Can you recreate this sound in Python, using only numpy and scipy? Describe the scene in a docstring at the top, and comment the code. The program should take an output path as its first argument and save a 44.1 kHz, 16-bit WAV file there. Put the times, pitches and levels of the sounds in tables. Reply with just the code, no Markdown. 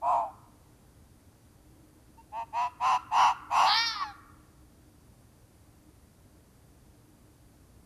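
"""A wood at night, close to a trail camera. A red fox gives one hoarse bark, a faint whimper, then a run
of five barks that swell, the last breaking into a clear falling scream and a whimper. In the barks two
parts of the larynx vibrate at once and beat; in the scream the folds lock into one pitch. Trunks and
ground scatter the calls back over a low distant rumble and the camera's faint whine."""
import sys
import numpy as np
from scipy import signal
from scipy.fft import rfft, irfft, next_fast_len
from scipy.io import wavfile
from scipy.ndimage import uniform_filter1d

SR = 44100
rng = np.random.default_rng(int(sys.argv[2]) if len(sys.argv) > 2 else 0)


def pcm_store(signal):
    """Save signal as 16-bit PCM."""
    levels = np.round(np.clip(np.atleast_2d(signal), -1, 1) * 32767)
    wavfile.write(sys.argv[1], SR, levels.astype(np.int16).T)


N = 346185
TIME = np.arange(N) / SR

# One push of air per bark; middle and top bands are relative to the low band, the last two run 0-1:
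# start_s, swell_s, fade_s, peak_db, fade_db, middle_db, top_db, upper_hz, lower_hz, glide_octaves,
# roughness, mouth_opening
BARK_PUSHES = [ (.014, 0.097, .21, -24, -26.5, -30.5, -35.5, 1002, 717.3, -.41, 0.56, 0.07),
               (2.316, 0.086, 0.047, -33.5, -8, -19.5, -32, 912, 682, 0.018, 0.23, 0.43),
               (2.524, 0.08, 0.085, -27.5, -6.5, -16.5, -25.5, 968, 706, 0.021, .26, .6),
               (2.797, .088, .096, -23.5, -2, -15.5, -22.5, 1029, 762, -.09, .46, .68),
               (3.108, 0.12, 0.11, -20, -12.5, -14.5, -20.5, 960.4, 773.7, -.03, .58, 0.88),
               (3.499, .112, 0.1, -21.5, -6.5, -13.5, -19, 999.6, 763, 0.001, 0.79, 0.76), ]
# Throat resonances in a bark, mouth shut and open: shut_hz, open_hz, width_hz, shut_db, open_db
THROAT_FORMANTS = [(706, 790, 130, 1, -9.5), (846, 980, 358, 1.5, 2.5), (1084, 1413, 190, -17, -4),
                   (1800, 2080, 480, -25, -20), (2414, 2864, 290, -14, -11), (2943, 2740, 820, -26, -24.5),
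                   (3840, 4170, 649, -31.5, -27.5), (4770, 4900, 780, -33.5, -27.5),
                   (6350, 5630, 450, -31.5, -22.5), (7580, 7000, 900, -28.5, -37),
                   (10000, 10600, 2700, -37.5, -43.5)]
# Loudness of the scream, middle and top relative to the low band: time_s, level_db, middle_db, top_db
SCREAM_LEVELS = [(3.65, -22, -9.5, -6), (3.722, -26, -8, -1), (3.742, -30.5, -2.5, 2.5),
                 (3.79, -32, 1.5, 4), (3.854, -43, 9.5, 8.5), (3.868, -39, -2.5, 10.5),
                 (3.952, -46, 1.5, 2), (3.962, -35, -15, -7.5), (3.988, -41, -6.5, -5),
                 (4.026, -27.5, -17.5, -19), (4.05, -40.5, -4, -17)]
# Resonances of the wide open mouth: centre_hz, width_hz, gain_db
MOUTH_FORMANTS = [(952, 97, 5.5), (1123.3, 206, 3.5), (1347, 96, 0.5), (1887, 290, -1), (2286, 240, -3.5),
                  (2950, 540, -11), (3640, 380, -0.5), (4430, 780, 1), (5274, 580, 0), (9600, 2400, -37.5),
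                  (12800, 1100, -38.5)]
# Thin high notes: start_s, end_s, start_hz, end_hz, level_db, fade_db, even_db, high_db, rasp_db
WHIMPER_NOTES = [(2.172, 2.223, 900, 922, -50.5, -3.5, -21, -22, -38),
                 (4.031, 4.13, 895, 773, -37.5, -10.5, -1, -2, -15)]
# Base spectrum of a whimper: harmonic_number, relative_db
WHIMPER_HARMONICS = [(1, 1.5), (2, -8.5), (3, -19.5), (4, -24), (5, -13.5), (6, -31), (7, -23)]
# Colour of the echo from the trunks: frequency_hz, gain_db
TRUNK_SPECTRUM = [(300, -24), (700, -9.5), (950, -6), (1100, -1), (1350, 14), (1600, 7), (1900, 3.5),
                  (2700, 5), (4000, 7), (6000, -5), (14000, -16.5)]
# Still night air and microphone hiss: frequency_hz, relative_db
NIGHT_SPECTRUM = [(12, -46.5), (20, -13.5), (47, -5), (70, -0.5), (122, -1.5), (144, -7), (196, -9),
                  (297, -9), (342, -14), (930, -22), (2910, -33.5), (8610, -33), (9630, -32.5),
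                  (13400, -34), (15400, -51)]
# Swells of a far hum: centre_s, half_width_s, relative_db
FAR_HUM_SWELLS = [(0.16, 0.28, -59), (1.79, 0.27, -59.5), (3.7, 1.35, -59.5), (5.9, 0.15, -62.5),
                  (7.151, 0.46, -63.5)]
# Whine of the camera's electronics on multiples of one clock: harmonic_number, level_db
CLOCK_HARMONICS = [(3, -87), (4, -88.5), (5, -99), (6, -81.5), (7, -85.5), (8, -98), (9, -100.5)]


def fox(break_start_s=3.645, break_end_s=3.735, lowest_hz=570):
    """Radiation from a small mouth: the calls lose their bass. The last bark gives way to the scream."""
    locked = np.pi / 2 * np.clip((TIME - break_start_s) / (break_end_s - break_start_s), 0, 1)
    barks = place(bark(*row) for row in BARK_PUSHES)
    calls = np.cos(locked) * barks + np.sin(locked) * place([scream()])
    calls += place(whimper(*row) for row in WHIMPER_NOTES)
    return signal.sosfiltfilt(signal.butter(6, lowest_hz, "high", fs=SR, output="sos"), calls)


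def bark(start_s, swell_s, fade_s, peak_db, fade_db, middle_db, top_db, upper_hz, lower_hz,
         glide_octaves, roughness, opening, swell_db=-12.5, jitter=.07, pull=1.32, doubling=1.29):
    """Biphonation: two unsteady oscillators beat and chop the air stream, which the throat filters."""
    i, t, gate = span(start_s, start_s + swell_s + fade_s, attack_s=.027, release_s=.028)
    # one arch of effort drives level, brightness, roughness, pitch and mouth
    early = np.clip(1 - (t - start_s) / swell_s, 0, 1) ** 2.1
    late = np.clip((t - start_s - swell_s) / fade_s, 0, 1)
    arch_db = swell_db * early + fade_db * late ** 2.36
    slack = np.clip(arch_db / swell_db, 0, 1)
    mouth = opening * (1 - .68 * slack)
    rough = roughness * (1 - .35 * slack)
    upper_hz = upper_hz * 2 ** (glide_octaves * late - .2 * early)
    lower_hz = lower_hz * 2 ** (.45 * glide_octaves * late - .18 * early)
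    waver = 1 + .00802 * wander(len(t), per_s=34.9)
    upper = phase_of(upper_hz * (waver + jitter * rough * wander(len(t), per_s=350)))
    lower = phase_of(lower_hz * (waver + jitter * rough * wander(len(t), per_s=500)))
    beat = upper - lower
    # the beat hurries and delays the upper oscillator; when rough, every second beat differs
    phase = upper + pull * np.sqrt(rough) * np.cos(beat) + doubling * rough * np.cos(beat / 2)
    pulses = np.cos(phase) + undb(2) * sum(np.cos(k * phase) / k for k in range(2, 13))
    air = rng.standard_normal(len(t)) * (1 + np.cos(phase))
    rasp = 4 * undb(1) * rough ** 2 * air
    source = pulses * (1 + .08 * np.cos(beat)) + undb(-12.5) * np.cos(lower) + rasp
    formants = []
    for shut_hz, open_hz, width_hz, shut_db, open_db in THROAT_FORMANTS:
        centre_hz = (shut_hz + mouth * (open_hz - shut_hz)) * quiver(len(t))
        formants.append((centre_hz, width_hz, shut_db + mouth * (open_db - shut_db)))
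    voice = resonate(source, formants)
    return i, gate * effort(voice, peak_db + arch_db, middle_db - 5 * slack, top_db - 9.5 * slack)


def scream(crest_s=3.836, crest_hz=464.5, clear_s=3.757, fray_per_s=1.3, jitter=.045):
    """Mode locking: the folds share one pitch, and a stack of harmonics arches, falls and frays."""
    i, t, gate = span(SCREAM_LEVELS[0][0], SCREAM_LEVELS[-1][0], attack_s=.01, release_s=.016)
    pitch_hz = crest_hz - 105 * np.abs((t - crest_s) / .2) ** 1.7
    # the rasp clears as the folds lock, then creeps back as the air runs out
    hoarse = 1 / (1 + np.exp((t - clear_s) / .013))
    rough = hoarse + .077 + fray_per_s * np.maximum(t - crest_s, 0)
    # the formants rise as the voice clears; the mouth is widest round the crest
    stretch = 1 - .09 * hoarse + .025 * np.exp(-((t - crest_s) / .06) ** 2)
    phase = phase_of(pitch_hz * (1 + jitter * rough * wander(len(t), per_s=400)))
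    pulses = unit_rms(sum(np.cos(k * phase) for k in range(1, 31)))
    air = rng.standard_normal(len(t)) * (1 + np.cos(phase))
    # turbulence stays in the treble even while the pitch is clear
    hiss = colour(air, [(1000, -33), (5000, -22.5), (9000, 4.5)])
    source = pulses + undb(3) * rough * air + hiss
    formants = [(hz * stretch * quiver(len(t)), width_hz, db) for hz, width_hz, db in MOUTH_FORMANTS]
    times_s, *columns_db = np.transpose(SCREAM_LEVELS)
    levels_db = [np.interp(t, times_s, column) for column in columns_db]
    return i, gate * effort(resonate(source, formants), *levels_db)


def whimper(start_s, end_s, start_hz, end_hz, level_db, fade_db, even_db, high_db, rasp_db):
    """Harmonic series plus noise: a short fading note about an octave above the scream."""
    i, t, gate = span(start_s, end_s, attack_s=.022, release_s=.024)
    phase = phase_of(np.linspace(start_hz, end_hz, len(t)) * (1 + .0081 * wander(len(t), per_s=270)))
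    tone = 0
    for k, base_db in WHIMPER_HARMONICS:
        harmonic_db = base_db + 2 * (k > 1) + even_db * (k % 2 == 0) + high_db * (k > 3)
        tone += undb(harmonic_db) * np.cos(k * phase)
    rasp = unit_rms(resonate(rng.standard_normal(len(t)), MOUTH_FORMANTS)) * undb(rasp_db)
    return i, (unit_rms(tone) + rasp) * gate * undb(level_db + np.linspace(0, fade_db, len(t)))


def resonate(source, formants):
    """Source-filter principle: steep resonances, whose centres and gains may move, shape the source."""
    bin_hz, frame_s, frames = signal.stft(source, SR, nperseg=1024, noverlap=896)
    samples = np.arange(len(source))
    power = 0
    for hz, width_hz, db in formants:
        centre_hz = np.interp(frame_s * SR, samples, np.full(len(source), hz))
        gain = np.interp(frame_s * SR, samples, np.full(len(source), undb(db)))
        detuning = np.abs(bin_hz[:, None] - centre_hz) / (width_hz / 2)
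        power += gain ** 2 / (1 + detuning ** 5)
    return signal.istft(frames * np.sqrt(power), SR, nperseg=1024, noverlap=896)[1][:len(source)]


def quiver(size):
    """Formant drift: a factor near 1, since throat and mouth never hold quite still."""
    return 1 + .018 * wander(size, per_s=25)


def effort(voice, level_db, middle_db, top_db):
    """Spectral tilt: vocal effort sets the level of the low band and, relative to it, middle and top."""
    window = np.hanning(int(.022 * SR))
    out = 0
    for edges_hz, lift_db in [((450, 1500), 0), ((1500, 3400), middle_db), ((3400, 15000), top_db)]:
        band = signal.sosfiltfilt(signal.butter(6, edges_hz, "band", fs=SR, output="sos"), voice)
        power = signal.fftconvolve(band ** 2, window / window.sum(), "same")
        out += band / np.sqrt(np.abs(power) + 1e-18) * undb(level_db + lift_db)
    return out


def undergrowth(calls, spread_s=.0014, bands=70):
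    """Dispersion: leaves and twigs delay each frequency differently, which blunts the voice's pulses."""
    size = next_fast_len(N)
    hz = np.fft.rfftfreq(size, 1 / SR)
    delay_s = np.interp(hz, np.linspace(0, SR / 2, bands), spread_s * rng.standard_normal(bands))
    phase_lag = 2 * np.pi * np.cumsum(delay_s) * hz[1]
    return irfft(rfft(calls, size) * np.exp(-1j * phase_lag), size)[:N]


def trunks(calls, t60_s=1.207, treble_t60_s=.49, build_s=.033, echoes_per_s=900):
    """Reverberation: many separate echoes from trees build up, then die away, the treble first."""
    t = np.arange(2 * SR) / SR
    echoes = rng.standard_normal(len(t)) * (rng.random(len(t)) < echoes_per_s / SR)
    echoes *= undb(1.5 * rng.standard_normal(len(t)))
    low = signal.sosfiltfilt(signal.butter(4, 2200, fs=SR, output="sos"), echoes)
    tail = low * undb(-60 * t / t60_s) + (echoes - low) * undb(-60 * t / treble_t60_s)
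    tail *= 1 - np.exp(-t / build_s)
    response = colour(tail / np.linalg.norm(tail), TRUNK_SPECTRUM)
    return undb(-24) * signal.fftconvolve(calls, response)[:N]


def ground(calls, t60_s=.25, build_s=.012):
    """Diffuse scattering: the littered ground throws back a quick smear, mostly of treble."""
    t = np.arange(SR // 2) / SR
    smear = rng.standard_normal(len(t)) * undb(-60 * t / t60_s) * (1 - np.exp(-t / build_s))
    response = colour(smear / np.linalg.norm(smear), [(900, .0034), (4000, 9)])
    return undb(-25) * signal.fftconvolve(calls, response)[:N]


def low_rush(calls, relative_db=-33, corner_hz=480):
    """Amplitude modulation: a faint low noise rises and falls with the calls."""
    loudness = np.sqrt(np.abs(uniform_filter1d(calls ** 2, size=SR // 50)))
    noise = signal.sosfilt(signal.butter(2, corner_hz, fs=SR, output="sos"), rng.standard_normal(N))
    return unit_rms(noise) * loudness * undb(relative_db)


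def night():
    """Broadband and narrowband noise: distant rumble and microphone hiss, with two wavering hums."""
    air = unit_rms(colour(rng.standard_normal(N), NIGHT_SPECTRUM)) * undb(-58)
    swells = sum(undb(db) * np.exp(-((TIME - at_s) / half_s) ** 2) for at_s, half_s, db in FAR_HUM_SWELLS)
    hum = wavering_hum(305, width_hz=24) * np.maximum(swells, undb(-72.5)) * undb(-3)
    drone = wavering_hum(60, width_hz=9.1) * undb(-69)
    return air + hum + drone


def wavering_hum(centre_hz, width_hz):
    """Random beating: neighbouring frequencies in a narrow band of noise make a hum waver."""
    b, a = signal.iirpeak(centre_hz, centre_hz / width_hz, fs=SR)
    return unit_rms(signal.lfilter(b, a, signal.lfilter(b, a, rng.standard_normal(N))))


def camera_whine(clock_hz=1562.4):
    """Harmonics of a periodic signal: the electronics whine on multiples of one clock."""
    return sum(np.sqrt(2) * undb(db) * np.sin(2 * np.pi * k * clock_hz * TIME)
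               for k, db in CLOCK_HARMONICS)


def undb(db):
    """Amplitude ratio of a level in decibels."""
    return 10 ** (np.asarray(db) / 20)


def unit_rms(x):
    """Normalisation to a mean power of 1."""
    return x / np.sqrt(np.mean(x ** 2))


def span(start_s, end_s, attack_s, release_s):
    """Time window of one call: sample indices, times and a soft-edged gate."""
    i = np.arange(int(start_s * SR), int(end_s * SR))
    t = i / SR
    ramp = np.minimum((t - t[0]) / attack_s, (t[-1] - t) / release_s)
    return i, t, np.sin(np.pi / 2 * np.clip(ramp, 0, 1))


def wander(size, per_s):
    """Smoothed noise of rms 1 that heads for a new value per_s times a second."""
    hold = int(SR / per_s)
    steps = np.repeat(rng.standard_normal(size // hold + 2), hold)
    return unit_rms(uniform_filter1d(steps, hold)[:size])


def phase_of(hz):
    """Phase in radians as the integral of frequency, from a random start."""
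    return 2 * np.pi * (np.cumsum(hz) / SR + rng.random())


def colour(x, points):
    """Zero-phase filtering by a curve of (frequency_hz, gain_db) points."""
    hz, db = np.transpose(points)
    size = next_fast_len(len(x))
    bin_hz = np.maximum(np.fft.rfftfreq(size, 1 / SR), 1)
    gain = undb(np.interp(np.log(bin_hz), np.log(hz), db))
    return irfft(rfft(x, size) * gain, size)[:len(x)]


def place(calls):
    """Superposition of calls, each at its own sample indices."""
    out = np.zeros(N)
    for i, sound in calls:
        out[i] += sound
    return out


def scene():
    """Superposition at one microphone: the fox, its echoes and the night."""
    calls = undergrowth(fox())
    return (calls + trunks(calls) + night() + ground(calls) + low_rush(calls) + camera_whine())[None]


def record(dry, top_hz=15000):
    """Band limiting: the camera cuts the highest treble."""
    return signal.sosfilt(signal.ellip(8, .2, 70, top_hz, fs=SR, output="sos"), dry)


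dry = scene()
out = record(dry)
pcm_store(out)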